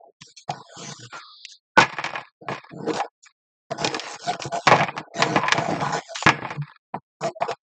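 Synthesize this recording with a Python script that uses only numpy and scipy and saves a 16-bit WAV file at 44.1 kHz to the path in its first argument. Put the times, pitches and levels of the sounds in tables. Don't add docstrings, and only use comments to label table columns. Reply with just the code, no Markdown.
import sys
import numpy as np
from scipy import signal
from scipy.io import wavfile
from scipy.ndimage import uniform_filter1d

SR = 44100
rng = np.random.default_rng(int(sys.argv[2]) if len(sys.argv) > 2 else 0)


def pcm_store(signal):
    levels = np.round(np.clip(np.atleast_2d(signal), -1, 1) * 32767)
    wavfile.write(sys.argv[1], SR, levels.astype(np.int16).T)


N = 341334


def from_db(db):
    return 10 ** (np.asarray(db) / 20)


def unit_rms(x):
    return x / np.sqrt(np.mean(x ** 2) + 1e-20)


def read(points, hz):
    table_hz, value = np.transpose(points)
    return np.interp(np.log(hz + 1), np.log(table_hz + 1), value)


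def add(mix, start_s, sound):
    part = mix[max(round(start_s * SR), 0):][:len(sound)]
    part += sound[:len(part)]


# low_hz, high_hz
REGISTER_BANDS = [(90, 450), (450, 1200), (1200, 3000), (3000, 9000)]


def responses(colour, modes, size=8192):
    hz = np.fft.rfftfreq(size, 1 / SR) + 1
    body_db = read(colour, hz)
    for mode_hz, width_hz, mode_db in modes:
        body_db = body_db + mode_db / (1 + (2 * (hz - mode_hz) / width_hz) ** 2)
    bodies = []
    for k, (low_hz, high_hz) in enumerate(REGISTER_BANDS):
        share = 1 / (1 + (hz / high_hz) ** 10) / (1 + (k > 0) * (low_hz / hz) ** 10)
        log_gain = np.log(from_db(body_db) * np.sqrt(share) + 1e-5)
        circle = np.r_[log_gain, log_gain[-2:0:-1]]
        spectrum = np.exp(np.conj(signal.hilbert(circle)))
        bodies.append(np.fft.ifft(spectrum).real[:size // 2])
    return bodies


ATTACK_S, RELEASE_T60_S = 0.0076, 0.11


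def stroke(length_s, swell_db):
    t = np.arange(0, length_s + 2 * RELEASE_T60_S, 1 / SR)
    attack = np.minimum(t / ATTACK_S, 1)
    hold_db = swell_db * (np.minimum(t / length_s, 1) - .5)
    release_db = -60 * np.maximum(t - length_s, 0) / RELEASE_T60_S
    return attack * from_db(hold_db + release_db)


DECK_IN_HAND_S = 1.7


def flicks(per_s=58, spread_db=5.5, count=1500):
    gap_draw, size_draw = rng.random((count, 2)).T
    gaps_s = (.1 - .9 * np.log(1 - gap_draw)) / per_s
    at = (np.cumsum(gaps_s) * SR).astype(int)
    sizes = from_db(spread_db * (2 * size_draw - 1))
    train = np.zeros(N)
    train[at[at < N]] = sizes[at < N]
    return unit_rms(train) * (np.arange(N) > DECK_IN_HAND_S * SR)


# start_s, length_s, level_db, swell_db, weight_db, hiss_db
PACKET_SLIDES = [(0.0, 0.11, -50, -3, -3, -27), (0.205, 0.11, -63.5, -1.5, 10, 14),
                 (0.364, 0.066, -68.5, -15.5, -10.5, 22), (0.479, 0.14, -42.5, -6.5, -3.5, -8.5),
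                 (0.602, 0.16, -50, 9, -34, -3.5), (0.763, 0.16, -47.5, 4, 6, 7.5),
                 (0.93, 0.13, -54.5, 4.5, 4.5, 8.5), (1.093, 0.085, -56.5, 8, -21, 6.5),
                 (1.483, 0.04, -76, 6.5, -8, 28), (2.409, 0.079, -45.5, -0.5, -2.5, -21),
                 (2.492, 0.052, -34.5, -19, -2.5, -18.5), (2.707, 0.21, -44, 10.5, 8.5, -14.5),
                 (2.865, 0.043, -32.5, 6, 6, -12), (2.932, 0.054, -30.5, 7, -12, -9),
                 (3.017, 0.033, -42, 19, -26.5, -19), (3.223, 0.04, -66.5, 1, -20, 16.5),
                 (3.703, 0.088, -41, -19.5, 2, -12), (3.775, 0.1, -31, 7.5, -9, -6.5),
                 (3.892, 0.079, -35.5, 9, -3.5, -9), (4.008, 0.14, -42, 3.5, -9.5, 1),
                 (4.184, 0.12, -45, 14.5, -6.5, 5), (4.264, 0.095, -31.5, -6, -8.5, -14),
                 (4.392, 0.069, -42, 4, -14, 1.5), (4.517, 0.054, -30.5, 5.5, -10.5, -9.5),
                 (4.584, 0.083, -52, 4.5, -16, 6), (4.659, 0.17, -32.5, 21, -2.5, -37.5),
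                 (4.911, 0.089, -45, 18.5, 2, -15), (5.025, 0.11, -48.5, 1, -11, -34.5),
                 (5.137, 0.069, -33.5, 17, -3, -7), (5.199, 0.18, -29.5, 0.5, 0, -13),
                 (5.492, 0.037, -42.5, 18, -16.5, -29.5), (5.541, 0.13, -27.5, 0, -9, -19),
                 (5.682, 0.12, -29.0, -9, -0.5, -17.5), (5.811, 0.15, -28.0, -9, -5, -16),
                 (5.922, 0.067, -27.0, -5.5, -10.5, -8.5), (6.001, 0.12, -53, 8.5, -32, 4),
                 (6.143, 0.099, -57.5, -2, -22.5, 22.5), (6.279, 0.085, -37.5, -10, 6, -18),
                 (6.401, 0.177, -56.5, 19, 9, -14), (6.934, 0.032, -43, 4, 7, -19),
                 (7.207, 0.066, -31.5, 7.5, -5, -9.5), (7.402, 0.06, -30.5, -5.5, -12, -19),
                 (7.477, 0.032, -27, 2.5, -19, -15)]
EDGE_RUB_DB, EDGE_HISS_SHARE = -1.5, .48


def pressure():
    power = np.zeros((N, len(REGISTER_BANDS)))
    for start_s, length_s, level_db, swell_db, weight_db, hiss_db in PACKET_SLIDES:
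        edge_db = EDGE_RUB_DB + EDGE_HISS_SHARE * hiss_db
        register_db = level_db + np.array([weight_db, 0, edge_db, hiss_db])
        add(power, start_s, np.outer(stroke(length_s, swell_db), from_db(register_db)) ** 2)
    return np.sqrt(power)


def shifting(x, patchy_db):
    z = signal.stft(x, SR, nperseg=512, noverlap=384)[2]
    across_bins = uniform_filter1d(rng.standard_normal(z.shape), size=6, axis=0)
    patches = unit_rms(uniform_filter1d(across_bins, size=20, axis=1))
    return signal.istft(z * from_db(patchy_db * patches), SR, nperseg=512, noverlap=384)[1][:N]


# slips_per_s, spread_db, smooth_db, flick_db, patchy_db
REGISTER_FRICTION = [(500, 0.99, -7, -19, 6.5), (532, 0.6, -3.5, -7, 8.1), (533, 1.5, -3, -13, 6.9),
                     (975, 1.4, 2.5, -1.5, 4.5)]
# pitch_hz, width_hz, level_db
PACKET_MODES = [(160, 150, 9.5), (311.6, 30, 10.5), (464.7, 41, 10.5), (684.7, 21, 13), (824.5, 32, 10),
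                (996, 17, 11), (1488, 70, 11), (1853, 120, 6.5), (2306, 53, 7), (3700, 90, -5.5)]
# frequency_hz, level_db
SLIDING_COLOUR = [(30, -32), (55, -28), (80, -24.5), (140, 12.5), (400, 5.5), (750, 15.5), (1300, 1.5),
                  (2500, -15.5), (4000, -19), (5500, -18), (7200, -19.5), (9000, -40)]


def slides(grip_db=0.5, trim_db=.3, steady_s=.035):
    out, edges = np.zeros(N), flicks()
    wander = uniform_filter1d(uniform_filter1d(rng.standard_normal(N), size=260), size=260)
    grip = from_db(grip_db * unit_rms(wander))
    chance, sign = rng.random(N), rng.choice([-1, 1], N)
    force = np.minimum(rng.exponential(1, N), 4)
    bodies = responses(SLIDING_COLOUR, PACKET_MODES)
    for body, strength, friction in zip(bodies, pressure().T, REGISTER_FRICTION):
        slips_per_s, spread_db, smooth_db, flick_db, patchy_db = friction
        slips = unit_rms((chance < slips_per_s / SR) * sign * from_db(spread_db * force))
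        smooth = from_db(smooth_db) * rng.standard_normal(N)
        drive = (slips + smooth + from_db(flick_db) * edges) * grip
        rub = shifting(signal.oaconvolve(drive, body)[:N], patchy_db)
        mean_power = uniform_filter1d(rub ** 2, int(steady_s * SR))
        rub /= np.sqrt(abs(mean_power) + 1e-12)
        out += rub * strength * from_db(trim_db)
    return out


# start_s, knock_db, thump_db, clack_db, snap_db, rattle_t60_s
PACKET_KNOCKS = [(0.2188, -49, 3.5, 3.5, 9.5, 0.04), (0.493, -30.5, -1.5, -12, -20, 0.034),
                 (0.505, -49.5, 12.5, 9, 18, 0.03), (1.451, -58, -3, 6.5, 25.5, 0.031),
                 (1.775, -12, -6.5, -8.5, -16.5, 0.029), (1.7841, -9, -11, -4, -13.5, 0.079),
                 (1.8033, -20.5, -11.5, -2.5, -1.5, 0.12), (1.8236, -25, -5, 7, -7.5, 0.12),
                 (1.8326, -41.5, 4, -13, -2, 0.025), (1.9849, -29, -12, 5, -16, 0.097),
                 (2.0409, -28.5, -11.5, 5, -1.5, 0.096), (2.0613, -33, -10, 6, -0.5, 0.073),
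                 (2.134, -30.5, -14.5, -13, -28, 0.12), (2.1556, -34.5, -15, 10, -9, 0.065),
                 (2.1791, -31.5, -22.0, -4, -16.5, 0.083), (2.4846, -27.5, -8.5, 0.5, -19, 0.063),
                 (2.5178, -30, -1, -1.5, -17, 0.067), (2.9023, -36.5, -12, 4, -16, 0.033),
                 (2.9364, -40.5, 7, -21, 6, 0.079), (2.9602, -30, -12.5, -21, -3.5, 0.055),
                 (3.0015, -21.5, -26, -5.5, -15.5, 0.06), (3.716, -45.5, 5, 9, 6.5, 0.015),
                 (3.8147, -38, 8, 1.5, -9, 0.12), (3.8464, -23.5, -2, -7.5, 4.5, 0.031),
                 (3.8745, -42.5, 13, 7.5, 19.5, 0.015), (3.9452, -35.5, -21, 8, 9.5, 0.034),
                 (3.9958, -43, -20, 4.5, 16, 0.055), (4.3348, -42, -34, 8, 7.5, 0.032),
                 (4.397, -32, -5, -13.5, -27, 0.015), (4.4215, -47.5, -5, 12, 18.5, 0.071),
                 (4.4533, -37.5, 10, -12, -16.5, 0.12), (4.6707, -13, -10, -9, -7, 0.093),
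                 (4.6761, -23, -3.5, 9.5, 0.5, 0.12), (4.713, -10, -14, -7.5, -17.5, 0.15),
                 (4.7201, -10.5, -10.5, -4.5, -18.0, 0.12), (4.806, -25, -12, 6, -12.5, 0.105),
                 (4.8341, -32.5, -8, 9, -1, 0.051), (4.884, -29, -6.5, 3, -31.5, 0.056),
                 (4.966, -30.5, -32, -8.5, -18, 0.036), (4.9776, -31.5, -37, 5, -4, 0.091),
                 (5.2221, -18.5, -9.5, 4, 0.5, 0.084), (5.359, -16, -5.5, -2.5, -15.5, 0.12),
                 (5.4344, -23, -13.5, -2.5, -36.5, 0.119), (5.4825, -28.5, -38, 11, -4, 0.072),
                 (5.5219, -25.5, -24, 13, 9, 0.055), (5.5793, -21.5, -1, -2.5, -9.5, 0.12),
                 (5.8093, -31.5, -7, -1, -7, 0.028), (6.1572, -44, -7, 14, 13.5, 0.12),
                 (6.2244, -26, -28, -5, -6, 0.039), (6.2642, -18, 2.5, 7.5, -6, 0.11),
                 (6.276, -25, -1, -6, -15, 0.036), (6.2899, -19, -6, 8.5, -2, 0.069),
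                 (6.3863, -38.5, 4, 0.5, -17.0, 0.033), (6.421, -33.5, 1, -1, -25, 0.106),
                 (6.4491, -26.5, -20, -3.5, -40, 0.12), (6.5051, -34, -3.5, 3.5, -32, 0.116),
                 (6.942, -23.5, -15, -14.5, -38, 0.067), (7.2364, -29.5, -7, -1.5, -18, 0.032),
                 (7.4213, -22.5, -20.5, -5, -24.5, 0.081), (7.5126, -30, -13.5, -1, -4.5, 0.052)]
# pitch_hz, width_hz, level_db
DESK_MODES = [(145, 35, 6.5), (332.7, 35, 7), (510, 130, 3.5), (890, 70, -0.5), (960, 60, -5),
              (1590, 120, -0.5), (1690, 76, 8), (2280, 200, 4), (2460, 65, 9), (2710, 60, 2.5),
              (3115, 150, 0), (3710, 65, 4)]
# frequency_hz, level_db
IMPACT_COLOUR = [(30, -25), (80, -8.5), (140, 4), (400, -4.5), (900, 15.5), (1500, -1), (1950, 2),
                 (2500, -4.5), (4000, -10), (5500, -11), (7200, -19.5), (9000, -37.5)]


def knocks(rattle_db=(3.5, 3.5, 2.5, 0.7), stretch=(1.1, 1.05, .95, .85), rise_s=0.0004, size=8192):
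    out, t = np.zeros(N), np.arange(size) / SR
    bodies = responses(IMPACT_COLOUR, DESK_MODES)
    onset = t < .008
    for start_s, knock_db, thump_db, clack_db, snap_db, t60_s in PACKET_KNOCKS:
        levels_db = knock_db + np.array([thump_db, 0, clack_db, snap_db])
        contacts = rng.standard_normal(size) * (1 - np.exp(-t / rise_s))
        for body, level_db, loose_db, longer in zip(bodies, levels_db, rattle_db, stretch):
            rattle = contacts * from_db(-60 * t / max(t60_s * longer, .008))
            force = from_db(loose_db) * rattle / np.linalg.norm(rattle[onset])
            force[0] += 1
            ring = signal.fftconvolve(force, body)[:size]
            add(out, start_s, from_db(level_db) * ring / np.sqrt(np.mean(ring[onset] ** 2)))
    return out


# peak_s, sigma_s, pitch_hz, level_db
BRIEF_TONES = [(0.499, 0.0025, 753, -20.5), (0.514, 0.0076, 741, -29), (1.043, 0.028, 118.2, -42.5),
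               (1.164, 0.022, 1380, -37.5), (1.251, 0.067, 1220, -49.5), (1.786, 0.0081, 1464, -10),
               (2.886, 0.017, 450, -32.5), (3.008, 0.013, 816, -20.5), (3.721, 0.0048, 690, -20),
               (4.3, 0.0087, 705, -18.5), (4.558, 0.026, 682, -26.5), (5.459, 0.04, 1015, -26.5),
               (5.734, 0.016, 304.4, -26), (6.121, 0.018, 676, -34.5), (6.603, 0.021, 145, -24.5),
               (7.265, 0.017, 664, -22), (7.278, 0.029, 349, -36.5), (7.371, 0.0093, 650, -35.5),
               (7.425, 0.0044, 693.5, -19), (7.505, 0.016, 500, -33.5)]


def wavering_tones(waver=0.039, waver_s=0.0035):
    out, t = np.zeros(N), np.arange(-.12, .12, 1 / SR)
    for peak_s, sigma_s, pitch_hz, level_db in BRIEF_TONES:
        drift = unit_rms(uniform_filter1d(rng.standard_normal(len(t)), int(waver_s * SR)))
        turns = np.cumsum(pitch_hz * (1 + waver * drift)) / SR
        tone = unit_rms(np.sin(2 * np.pi * turns))
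        add(out, peak_s + t[0], from_db(level_db) * np.exp(-.5 * (t / sigma_s) ** 2) * tone)
    return out


# start_s, length_s, level_db, swell_db
CARD_RUSTLES = [(1.122, 0.19, -42, -23), (1.791, 0.035, -18.5, 0), (1.859, 0.26, -40, 0.5),
                (2.131, 0.16, -43, -4.5), (2.502, 0.22, -43, -17), (3.237, 0.062, -53, 7),
                (3.815, 0.35, -41.5, -2.5), (4.728, 0.18, -33.0, -19), (5.198, 0.43, -37.0, 0.5),
                (5.636, 0.32, -38.5, -4), (6.311, 0.241, -44.5, 11), (6.611, 0.16, -46.5, -10)]
RUSTLE_REGISTERS = (-10, -5, -1.5, -10.5)


def rustles(scuff_db=1.0, rub_db=-1, scuff_t60_s=.026):
    strength, ticks = np.zeros(N), flicks(per_s=125, spread_db=6)
    for start_s, length_s, level_db, swell_db in CARD_RUSTLES:
        add(strength, start_s, from_db(level_db) * stroke(length_s, swell_db))
    decay = from_db(-60 * np.arange(SR // 10) / SR / scuff_t60_s)
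    grain, rub = rng.standard_normal((2, N))
    scuffs = unit_rms(signal.oaconvolve(ticks, decay)[:N] * grain)
    drive = unit_rms(ticks + from_db(scuff_db) * scuffs + from_db(rub_db) * rub)
    parts = responses(IMPACT_COLOUR, DESK_MODES)
    body = sum(from_db(db) * part / np.linalg.norm(part) for db, part in zip(RUSTLE_REGISTERS, parts))
    return signal.oaconvolve(drive * strength, body)[:N]


def thin_hiss(start_s=1.19, length_s=.36, level_db=-48.5, band_hz=(3400, 4900)):
    out, strength = np.zeros(N), stroke(length_s, 0)
    band = signal.butter(5, band_hz, "band", fs=SR, output="sos")
    hiss = unit_rms(signal.sosfilt(band, rng.standard_normal(len(strength))))
    add(out, start_s, from_db(level_db) * strength * hiss)
    return out


# start_s, level_db
DESK_SHOVES = [(1.7756, -25), (3.82, -28), (6.2624, -9)]


def shoves(push_s=0.00074):
    out, u = np.zeros(N), np.arange(SR // 8) / SR / push_s
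    for start_s, level_db in DESK_SHOVES:
        add(out, start_s, from_db(level_db) * 2 * u * (2 - u) * np.exp(-u))
    return out


# frequency_hz, t60_s
ROOM_DECAY = [(150, 0.057), (500, 0.15), (1200, 0.48), (2500, 0.29), (4500, 0.27), (8000, 1)]
# frequency_hz, level_db
ROOM_RETURN = [(60, -14.5), (150, 1), (1200, -5), (2500, 4.5), (4500, -2.5), (8000, -13)]


def room(x, wet_db, gap_s=0.023):
    noise = rng.standard_normal(SR) * (np.arange(SR) > gap_s * SR)
    hz, t, z = signal.stft(noise, SR, nperseg=256)
    decaying = z * from_db(-60 * t / read(ROOM_DECAY, hz)[:, None])
    size = np.linalg.norm(signal.istft(decaying, SR, nperseg=256)[1])
    coloured = decaying * from_db(read(ROOM_RETURN, hz))[:, None]
    tail = signal.istft(coloured, SR, nperseg=256)[1] / size
    return x + from_db(wet_db) * signal.fftconvolve(x, tail)[:N]


def scene(lowest_hz=62):
    struck = room(knocks(), wet_db=-14)
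    rubbed = room(slides() + rustles() + wavering_tones() + thin_hiss(), wet_db=-24)
    highpass = signal.butter(3, lowest_hz, "high", fs=SR, output="sos")
    cards = signal.sosfilt(highpass, struck + rubbed)
    return (cards + shoves())[None]


# frequency_hz, level_db
SUPPRESSOR_THRESHOLD = [(60, -64.5), (150, -53), (400, -60.5), (800, -55.5), (1300, -65.5), (2000, -62),
                        (3000, -64.5), (4300, -84), (6000, -64), (7300, -78), (8200, -96.5), (9000, -87.5)]


def suppress(x, depth_db=40, slope=3.9):
    hz, _, z = signal.stft(x, SR, nperseg=512, noverlap=384)
    power = uniform_filter1d(abs(z) ** 2, size=3, axis=-2)
    power = uniform_filter1d(power, size=7, axis=-1)
    level_db = 10 * np.log10(abs(power) + 1e-16)
    under_db = np.maximum(read(SUPPRESSOR_THRESHOLD, hz)[:, None] - level_db, 0)
    gain = from_db(-np.minimum(slope * under_db, depth_db))
    return signal.istft(z * gain, SR, nperseg=512, noverlap=384)[1][:, :N]


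def record(dry, ceiling=.93, edge_hz=8950):
    clean = suppress(dry)
    limited = clean / (1 + (clean / ceiling) ** 8) ** (1 / 8)
    lowpass = signal.firwin(161, edge_hz, window=("kaiser", 7), fs=SR)
    return signal.oaconvolve(limited, lowpass[None], "same")


dry = scene()
out = record(dry)
pcm_store(out)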